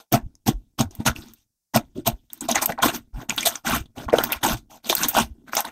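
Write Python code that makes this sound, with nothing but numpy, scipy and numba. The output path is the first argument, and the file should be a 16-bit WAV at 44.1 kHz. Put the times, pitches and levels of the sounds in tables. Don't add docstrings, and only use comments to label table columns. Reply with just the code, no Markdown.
import sys
import numpy as np
from scipy import signal
from scipy.fft import rfft, irfft
from scipy.io import wavfile
from scipy.ndimage import uniform_filter1d, map_coordinates
from numba import njit

SR = 44100
rng = np.random.default_rng(int(sys.argv[2]) if len(sys.argv) > 2 else 0)


def bounce(signal):
    frames = np.transpose(np.atleast_2d(signal))
    limited = np.clip(frames, -1, 1)
    pcm = np.round(limited * 32767).astype(np.int16)
    wavfile.write(sys.argv[1], SR, pcm)


N = 251811
TIME = np.arange(N) / SR


def amp(db):
    return 10 ** (np.asarray(db) / 20)


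def unit(x):
    return x / np.sqrt(np.mean(x ** 2) + 1e-18)


def add(track, start_s, sound):
    i = int(np.clip(start_s * SR, 0, N - 1))
    track[i:i + len(sound)] += sound[:N - i]


def resonate(x, hz, width_hz):
    return signal.lfilter(*signal.iirpeak(hz, hz / width_hz, fs=SR), x)


def colour(x, points):
    hz, db = np.transpose(points)
    f = np.maximum(np.fft.rfftfreq(len(x), 1 / SR), 1)
    return irfft(rfft(x) * amp(np.interp(np.log(f), np.log(hz), db)), len(x))


# hz, relative_level_db
HUSH_SPECTRUM = [(18, -29.5), (30, -4.5), (185, -1), (312, -10.5), (3150, -19), (5440, -4), (13900, -7.5),
                 (15000, -8)]


def hush(rms_db=-81.5):
    return amp(rms_db) * unit(colour(rng.standard_normal(N), HUSH_SPECTRUM))


def room(x, level_db=-13.5, t60_low_s=0.11, t60_high_s=0.07, split_hz=1500):
    t = TIME[:12000]
    noise = rng.standard_normal(len(t))
    low = signal.sosfilt(signal.butter(2, split_hz, fs=SR, output="sos"), noise)
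    high = signal.sosfilt(signal.butter(2, split_hz, "high", fs=SR, output="sos"), noise)
    tail = low * amp(-60 * t / t60_low_s) - high * amp(-60 * t / t60_high_s)
    tail = tail * (t > .002)
    tail = tail / np.sqrt(np.sum(tail ** 2))
    return x + amp(level_db) * signal.fftconvolve(x, tail)[:N]


# centre_hz, width_hz, level_db (before gain_db)
SPACE_MODES = [(244, 40, 3), (305, 60, -4), (695, 100, -3), (880, 90, -8), (1425, 160, -8), (3560, 450, -9),
               (6360, 900, -7), (8340, 600, -4), (13800, 2500, -7)]


def table_space(x, direct_db=-2.5, gain_db=2.0):
    rings = sum(amp(db + gain_db) * resonate(x, hz, width_hz) for hz, width_hz, db in SPACE_MODES)
    return amp(direct_db) * x + rings


BOTTOM_S = .025
TABLE_HZ, TABLE_DB, TABLE_S = 125, 7, 0.034
# start_s, level_db (before gain_db), pitch_hz, length_s (before stretch)
TABLE_THUDS = [(0.23, -24.5, 41.8, 0.046), (0.266, -20, 56, 0.0077), (0.533, -21, 42.3, 0.064),
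               (0.845, -26, 91, 0.051), (0.992, -22, 89, 0.014), (1.097, -20, 69, 0.028),
               (1.189, -29.5, 75, 0.014), (2.1296, -23, 44, 0.031), (3.136, -23, 42.5, 0.058),
               (3.7, -31, 65.5, 0.14), (3.811, -21.5, 72.9, 0.014), (4.0674, -22, 63.4, 0.019),
               (4.361, -32.5, 63, .028), (4.524, -22, 46.4, .032), (4.535, -22.5, 116, 0.043),
               (5.224, -30, 61.1, 0.056), (5.306, -29, 63, 0.034)]


def thuds(gain_db=-2, stretch=0.82, lead_s=.004):
    out, t = np.zeros(N), TIME[:16384]
    pokes = [(start_s + BOTTOM_S, db + gurgle_db + TABLE_DB, TABLE_HZ, TABLE_S)
             for start_s, _, db, _, gurgle_db, *_ in POKES]
    for start_s, db, hz, length_s in pokes + TABLE_THUDS:
        age = t / (stretch * length_s / 2)
        envelope = age * np.exp((1 - age ** 2) / 2)
        add(out, start_s - lead_s, amp(db + gain_db) * envelope * np.sin(2 * np.pi * hz * t))
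    return out


CAVITY_POP_S = .014
POCKET_HZ, POCKET_DB, POCKET_S = 232.1, 10, .018
# start_s, level_db (before gain_db), pitch_hz (before glide and wobble),
# length_s (before stretch)
POCKET_POPS = [(0.4883, 0, 190, 0.0061), (1.0017, -9, 181, 0.0056), (1.961, -28, 359, 0.037),
               (1.982, -15, 269, 0.0076), (2.487, -13.5, 698, .017), (2.51, -16.5, 239, 0.02),
               (2.5575, -11.5, 768, 0.0098), (2.62, -23, 706, 0.016), (2.694, -13.5, 754, 0.0068),
               (2.778, -22, 1316, 0.0025), (2.786, -18, 827, 0.015), (2.833, -7.5, 1010, 0.0071),
               (2.856, -6.5, 292, 0.0091), (3.176, -22, 136, 0.016), (3.463, -22, 712, 0.018),
               (3.6485, -24.5, 735, 0.015), (3.705, -13.5, 824, 0.0033), (3.6704, -12.5, 1485, 0.0045),
               (3.6768, -16, 246, 0.0064), (3.729, -14, 249.4, 0.014), (3.7324, -15.5, 1240, 0.013),
               (4.0875, -9.5, 920, 0.0014), (4.13, -6, 542, 0.011), (4.1385, 3.5, 543, .0035),
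               (4.1862, 1.5, 545, 0.0022), (4.201, -21.5, 1700, 0.005), (4.2563, -23, 240, 0.019),
               (4.4487, -5.5, 820, 0.0045), (4.503, -15, 240, 0.014), (4.9004, -12, 368, .01),
               (4.9277, -3.5, 1040, 0.002), (5.1847, -4.5, 850, 0.0076), (5.1988, -12.5, 230.5, 0.015),
               (5.5336, -4, 1340, 0.0011), (5.5657, -24, 688, 0.045), (5.591, -15, 857, 0.0072),
               (5.648, -21, 920, .0092)]


def pops(gain_db=-3, stretch=0.97, glide=0.014, overtone=1.47, overtone_db=-10):
    out, t = np.zeros(N), TIME[:8192]
    holes = [(start_s + BOTTOM_S, pop_db, cavity_hz, CAVITY_POP_S)
             for start_s, *_, pop_db, cavity_hz in POKES]
    pockets = [(start_s + BOTTOM_S, db + gurgle_db + POCKET_DB, POCKET_HZ, POCKET_S)
               for start_s, _, db, _, gurgle_db, *_ in POKES]
    for start_s, db, hz, length_s in holes + pockets + POCKET_POPS:
        age = t / (stretch * length_s)
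        knots = rng.standard_normal(256)
        wobble = .08 * np.interp(t * hz / 2, np.arange(len(knots)), knots)
        turns = np.cumsum(hz * (1 + wobble + glide * (np.tanh(age) - .5))) / SR
        second = overtone * (1 + 0.11 * rng.standard_normal())
        ring = np.sin(2 * np.pi * turns)
        ring = ring + amp(overtone_db) * np.sin(2 * np.pi * second * turns)
        opening = 1 - np.exp(-turns / .5)
        add(out, start_s, amp(db + gain_db) * ring * opening * np.exp(-age ** 2))
    return out


# start_s, level_db (before ring_db, tick_db), ring_hz, length_s (before stretch),
# bright_db (cut of the tick's spectrum up to 3.5 kHz)
FILM_SNAPS = [(0.1244, -17, 14300, 0.0047, 1), (0.353, -41.5, 6050, 0.00077, 15.5),
              (0.48, -17, 12500, 0.00059, 15), (0.809, -17.5, 6720, 0.0012, -14),
              (0.909, -47, 5970, 0.0064, 13), (0.951, -36, 14000, 0.0027, 11),
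              (1.065, -25, 10000, 0.0087, -10), (1.0766, -19.5, 2850, 0.003, 0.5),
              (1.162, -26.5, 2740, 0.0019, -8.5), (1.221, -46, 3750, .0039, -13),
              (1.284, -46, 6300, 0.0026, -25), (1.3354, -42, 14220, 0.0043, 9),
              (1.761, -16, 13450, .0021, 0), (1.773, -17.5, 2460, 0.002, 2.5),
              (1.976, -49, 3000, 0.0066, 7.5), (2.075, -15, 13100, 0.0025, 1.5),
              (2.301, -45.5, 3500, 0.0053, -6), (2.3323, -22.5, 14100, 0.0011, 22),
              (2.376, -48, 13135, .0023, 6), (2.4077, -27, 7300, 0.0065, 49), (2.487, -22, 7000, .0027, 29),
              (2.513, -14, 6170, 0.0023, 40), (2.523, -18, 3820, 0.0012, -14),
              (2.5564, -9, 6460, 0.0011, -21), (2.619, -22.5, 12400, 0.0056, 12.5),
              (2.628, -20.5, 8250, .0025, 9), (2.6584, -10, 13600, 0.0027, 11),
              (2.721, -23.5, 1900, 0.0032, -8), (2.8294, -17, 3250, .0052, 25),
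              (2.868, -34, 3680, .0019, -3.5), (2.8877, -27, 2980, 0.0092, 12.5),
              (3.296, -10.5, 6180, 0.00091, -38), (3.305, -14, 2470, 0.0026, -12),
              (3.363, -30, 14200, 0.0022, 21), (3.379, -15.5, 3350, 0.0072, -7),
              (3.408, -12, 6460, 0.00022, 0), (3.429, -19.5, 2380, 0.0032, 9.5),
              (3.4585, -22.5, 8160, 0.012, 5), (3.555, -22, 6300, 0.0031, -14),
              (3.857, -50.5, 3440, 0.0054, -2), (4.1845, -10, 3120, 0.0015, -3),
              (4.2369, -12, 15100, 0.0036, 0.5), (4.3206, -17, 12500, 0.0083, -10),
              (4.3292, -16, 2680, 0.0042, -11), (4.432, -15, 3220, 0.00085, -12),
              (4.438, -19, 6730, .0011, 4), (4.463, -27.5, 6500, .005, 11.5),
              (4.8447, -33.5, 4450, 0.002, -10), (4.8975, -8.5, 3250, 0.0012, -14),
              (4.927, -20, 3500, 0.0015, 15), (4.9512, -9, 13600, 0.0018, 10),
              (4.9666, -23.5, 4440, 0.01, 18.5), (4.981, -16.5, 13400, .0006, 0.5),
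              (5.033, -12.5, 6300, 0.0026, -20.5), (5.084, -15.5, 14900, 0.012, 16.5),
              (5.201, -25.5, 2770, 0.018, 22), (5.551, -20.5, 13500, 0.0044, 6),
              (5.568, -11, 5750, 0.0025, -30), (5.605, -15.5, 13200, 0.0014, 14),
              (5.651, -26.5, 4030, 0.0026, 27)]


def snaps(ring_db=0, tick_db=-4, stretch=0.93, sharpness=3.1, rise_s=0.00023, spray_db=-21, spray_s=0.003):
    out, t = np.zeros(N), TIME[:4096]
    spray = amp(spray_db) * np.exp(-t / spray_s)
    rise = 1 - np.exp(-t / rise_s)
    for start_s, db, hz, length_s, bright_db in FILM_SNAPS:
        envelope = np.exp(-t / (stretch * length_s))
        tear = rng.standard_normal(len(t)) * (envelope + spray) * rise
        ring = resonate(resonate(tear, hz, hz / sharpness), hz, hz / sharpness)
        padded = np.pad(tear, 64)
        tick = colour(padded, [(200, -17.5 - bright_db), (900, 0.5 - bright_db), (3500, -bright_db),
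                               (10000, -4.0), (14000, -18.5)])
        size = amp(db) * np.sqrt(np.mean(envelope ** 2))
        add(out, start_s, size * amp(ring_db) * unit(ring))
        add(out, start_s - 64 / SR, size * amp(tick_db) * unit(tick))
    return out


@njit
def bubbles(start, hz, cycles, size, glide):
    out = np.zeros(N)
    for k in range(len(start)):
        life = cycles[k] * SR / hz[k]
        phase = 0.
        for i in range(min(int(life), N - start[k])):
            phase += 2 * np.pi * hz[k] / SR * (1 + glide * i / life)
            out[start[k] + i] += size[k] * np.exp(-6 * i / life) * np.sin(phase)
    return out


def swarm(per_s, low_hz, high_hz, mean_cycles, spread_db, slope_db_per_octave):
    when, pitch, life, strength, sign = rng.random((int(per_s * N / SR), 5)).T
    octave = pitch * np.log2(high_hz / low_hz)
    excess = np.minimum(-np.log(1 - strength), 3.6)
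    size = np.sign(sign - .5) * amp(spread_db * excess + slope_db_per_octave * octave)
    start = (when * N).astype(np.int64)
    return bubbles(start, low_hz * 2 ** octave, mean_cycles * (.5 + life), size, .25)


def folds(x, cavity_db=9, cavity_octaves=0.52, slit_db=9, slit_octaves=0.12, slit_open_s=0.012, hollow_db=3.2):
    f, t, z = signal.stft(x, SR, nperseg=512, noverlap=384)
    octave = np.log2(np.maximum(f, 50))[:, None]

    def bump(centre, width):
        return np.exp(-.5 * ((octave - centre) / width) ** 2)

    starts, cavity_hz = np.transpose(sorted((start_s, hz) for start_s, *_, hz in POKES + SQUEEZES))
    held = np.log2(cavity_hz)[np.maximum(np.searchsorted(starts, t) - 1, 0)]
    db = cavity_db * bump(uniform_filter1d(held, size=5), cavity_octaves)
    snap_s, _, slit_hz, _, _ = np.transpose(FILM_SNAPS)
    age_s = t - snap_s[:, None]
    slit_open = (age_s > 0) * np.exp(-np.abs(age_s) / slit_open_s)
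    db = db + slit_db * bump(np.log2(slit_hz), slit_octaves) @ slit_open
    where = np.broadcast_arrays(3 * (octave - np.log2(50)), 45 * t)
    db = db + hollow_db * map_coordinates(rng.standard_normal((32, 300)), where, order=2)
    return signal.istft(z * amp(db), SR, nperseg=512, noverlap=384)[1][:N]


def steady(x, span_s):
    span = max(int(span_s * SR), 2)
    power = uniform_filter1d(uniform_filter1d(x ** 2, span), span)
    return x / np.sqrt(np.abs(power) + 1e-9)


def stroke(length_s, swell_db, attack_s, fall_db_per_s, tail_db, tail_db_per_s):
    t = TIME[:32768]
    after_s = np.maximum(t - length_s, 0)
    held = np.minimum(t / attack_s, 1) ** 2 * amp(swell_db * np.minimum(t / length_s, 1))
    return held * (amp(-fall_db_per_s * after_s) + amp(tail_db - tail_db_per_s * after_s))


def add_flow(power, start_s, db, envelope):
    add(power, start_s, (amp(db) * envelope) ** 2)


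# start_s, push_s, level_db (before layer gains), fizz_db and gurgle_db (relative to level_db),
# cavity_pop_db (before the pops' gain_db), cavity_hz
POKES = [(0.113, 0.037, -20.5, -3.5, 1.5, -7, 724), (0.455, 0.035, -30, 6, 8, -16.5, 740),
         (0.777, 0.036, -25.5, -0.5, 3, -16.5, 672), (1.047, 0.035, -20, 0, -3.5, -15, 1372),
         (1.733, 0.034, -22, -1, -0.5, -4.5, 692), (2.052, 0.023, -23.5, 4.5, -3, -11, 721)]
# start_s, attack_s, length_s, level_db (before layer gains),
# swell_db (over the length), fizz_db and gurgle_db (relative to level_db), cavity_hz
SQUEEZES = [(0.0, 0.0007, 0.0096, -48, -4, 0.5, -21, 700), (0.899, 0.011, 0.13, -57.5, -1.5, -1, 5.5, 850),
            (0.983, 0.023, 0.021, -37.5, 1, -11, 0.5, 520), (1.148, 0.009, 0.17, -49, -15, 5, 10.5, 1213),
            (1.34, .01, 0.089, -79.5, -6.5, 16.5, -10, 952), (1.944, .012, 0.058, -57, 1, 1, 21.5, 517),
            (2.045, 0.0081, 0.0064, -56, -0.5, 10.5, -2, 890),
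            (2.076, 0.014, 0.047, -45.5, -2, -8.5, 5, 575), (2.285, 0.048, 0.1, -59.5, -4, 5, 5, 1360),
            (2.403, 0.0077, 0.052, -41.5, -2.5, 0, 7.5, 1020),
            (2.479, 0.011, 0.036, -31.5, 4.5, 2, -7.5, 660),
            (2.541, 0.013, 0.048, -14, -12.5, -5.5, -16, 2000),
            (2.607, 0.014, 0.028, -20.5, -4.5, 0, -17.5, 1420),
            (2.663, 0.038, 0.043, -22, -3.5, -11, -3.5, 620),
            (2.773, 0.0077, 0.039, -33.5, -3.5, -30, -19, 1150),
            (2.814, 0.017, 0.05, -17, -1.5, -2, -9, 1270), (2.874, 0.0072, 0.029, -20.5, -8, -4, -2, 1280),
            (2.905, 0.043, 0.054, -35, 1.5, 3.5, 1.5, 1530), (3.124, 0.02, 0.1, -54, 15.5, -9, 0, 930),
            (3.284, 0.011, 0.077, -29.5, -17.5, 0, 1.5, 1930),
            (3.367, 0.0092, 0.081, -37.5, -2.5, 5, -3, 1850), (3.449, 0.0073, 0.025, -24, 1.5, 7, -22, 600),
            (3.482, 0.0045, 0.092, -37, -8.5, 0, -12, 1044),
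            (3.634, 0.039, 0.13, -26, 1.5, -1.5, -1.5, 1410),
            (3.757, 0.0073, 0.052, -38.5, -14, 8, 7.5, 1320),
            (3.949, 0.034, 0.097, -33, -10.5, -6.5, 3, 520), (4.08, .003, 0.015, -25.5, -2.5, -27, -5, 946),
            (4.117, 0.016, 0.029, -16.5, -3, -20, -7, 555),
            (4.151, 0.0091, 0.025, -28, -2.5, -6.5, -1, 517),
            (4.178, .006, 0.04, -22, -4.5, -11.5, -7.5, 1520),
            (4.228, .005, 0.049, -28, -9, -3.5, -2, 1120), (4.279, 0.014, 0.032, -28.5, -2, -14, -10, 970),
            (4.312, 0.004, 0.057, -34, -4.5, -3, -15, 1860),
            (4.401, 0.017, 0.017, -45.5, 2.5, -4, -9.5, 816), (4.426, 0.008, 0.11, -20, -9, -2, -2, 890),
            (4.562, 0.011, 0.013, -48, -7, 13, 9, 983), (4.689, 0.021, 0.082, -46, -4.5, -3.5, -6, 653),
            (4.824, 0.041, 0.053, -44.5, 4, 5.5, 0, 534), (4.885, 0.014, 0.045, -21.5, -11, 5.5, -10, 525),
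            (4.952, 0.0091, 0.096, -41, 17.5, 1.5, -4.5, 1416),
            (5.07, 0.0075, 0.1, -40, 1, -0.5, -13, 1804), (5.131, 0.013, 0.054, -27, 14, -5.5, -15, 922),
            (5.191, 0.0082, 0.039, -24.5, -10.5, 2.5, 5.5, 917), (5.28, .016, 0.18, -86, 8, -1, 25.5, 800),
            (5.457, 0.027, 0.037, -43, 0.5, -9, -4.5, 1590), (5.511, 0.019, 0.045, -41.5, 10, 0, -32, 1550),
            (5.556, 0.021, 0.044, -20, -7.5, 1, -38, 1170),
            (5.636, 0.012, 0.047, -34, -1.5, -8.5, -13, 1200)]


def flow():
    wet, fine, deep = np.zeros((3, N))
    for start_s, push_s, db, fizz_db, gurgle_db, *_ in POKES:
        add_flow(wet, start_s, db, stroke(
            push_s, 0, attack_s=0.016, fall_db_per_s=561.5, tail_db=-50, tail_db_per_s=82))
        add_flow(fine, start_s, db + fizz_db, stroke(
            push_s, 0, attack_s=0.018, fall_db_per_s=850, tail_db=-43.5, tail_db_per_s=83.5))
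        add_flow(deep, start_s, db + gurgle_db, stroke(
            push_s, 0, attack_s=.018, fall_db_per_s=478, tail_db=-26.5, tail_db_per_s=129))
    for start_s, attack_s, length_s, db, swell_db, fizz_db, gurgle_db, _ in SQUEEZES:
        add_flow(wet, start_s, db, stroke(
            length_s, swell_db, attack_s, fall_db_per_s=678, tail_db=-44, tail_db_per_s=140))
        add_flow(fine, start_s, db + fizz_db, stroke(
            length_s, swell_db, attack_s, fall_db_per_s=703, tail_db=-40, tail_db_per_s=120.5))
        add_flow(deep, start_s, db + gurgle_db, stroke(
            length_s, swell_db, attack_s, fall_db_per_s=469.5, tail_db=-32, tail_db_per_s=130.5))
    return np.sqrt([wet, fine, deep])


# hz, relative_level_db
FIZZ_SPECTRUM = [(880, -24), (1500, -14), (2080, -9.5), (2860, -3), (3090, -3.5), (3550, -3), (4420, -4.5),
                 (6180, -3), (7760, -8.5), (8400, -6), (9470, -13), (11900, -4.5), (13400, -4.5),
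                 (15100, -7.5), (16000, -28.5)]


def squelch(settle_s=0.07):
    middle, fine, deep = flow()
    wet = folds(swarm(per_s=900, low_hz=542, high_hz=2450, mean_cycles=8, spread_db=5.0, slope_db_per_octave=1.0))
    fizz = swarm(per_s=6500, low_hz=1940, high_hz=17100, mean_cycles=5, spread_db=3.0, slope_db_per_octave=3)
    fizz = folds(colour(fizz, FIZZ_SPECTRUM))
    gurgle = swarm(per_s=290, low_hz=104.1, high_hz=378, mean_cycles=13, spread_db=5, slope_db_per_octave=4.5)
    rumble = swarm(per_s=310, low_hz=30.2, high_hz=133, mean_cycles=1.2, spread_db=6, slope_db_per_octave=2.5)
    blips = swarm(per_s=70, low_hz=890, high_hz=5000, mean_cycles=18, spread_db=3, slope_db_per_octave=1.5)
    settle = np.exp(-1 / (settle_s * SR))
    sway = signal.lfilter([1 - settle], [1, -settle], deep)
    out = steady(wet, span_s=0.014) * middle * amp(-2.0)
    out += steady(fizz, span_s=0.053) * fine * amp(-1.0)
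    out += steady(gurgle, span_s=0.029) * deep * amp(-4.5)
    out += unit(blips) * middle * amp(-10.5)
    out += steady(rumble, span_s=0.034) * sway * amp(-14)
    return out


def scene():
    crackle = table_space(squelch() + snaps())
    mono = room(crackle + pops()) + thuds() + hush()
    return np.array([mono, mono])


def record(dry, peak=.92, top_hz=15700):
    low_pass = signal.ellip(10, .2, 80, top_hz, fs=SR, output="sos")
    return signal.sosfilt(low_pass, np.clip(dry, -peak, peak))


dry = scene()
out = record(dry)
bounce(out)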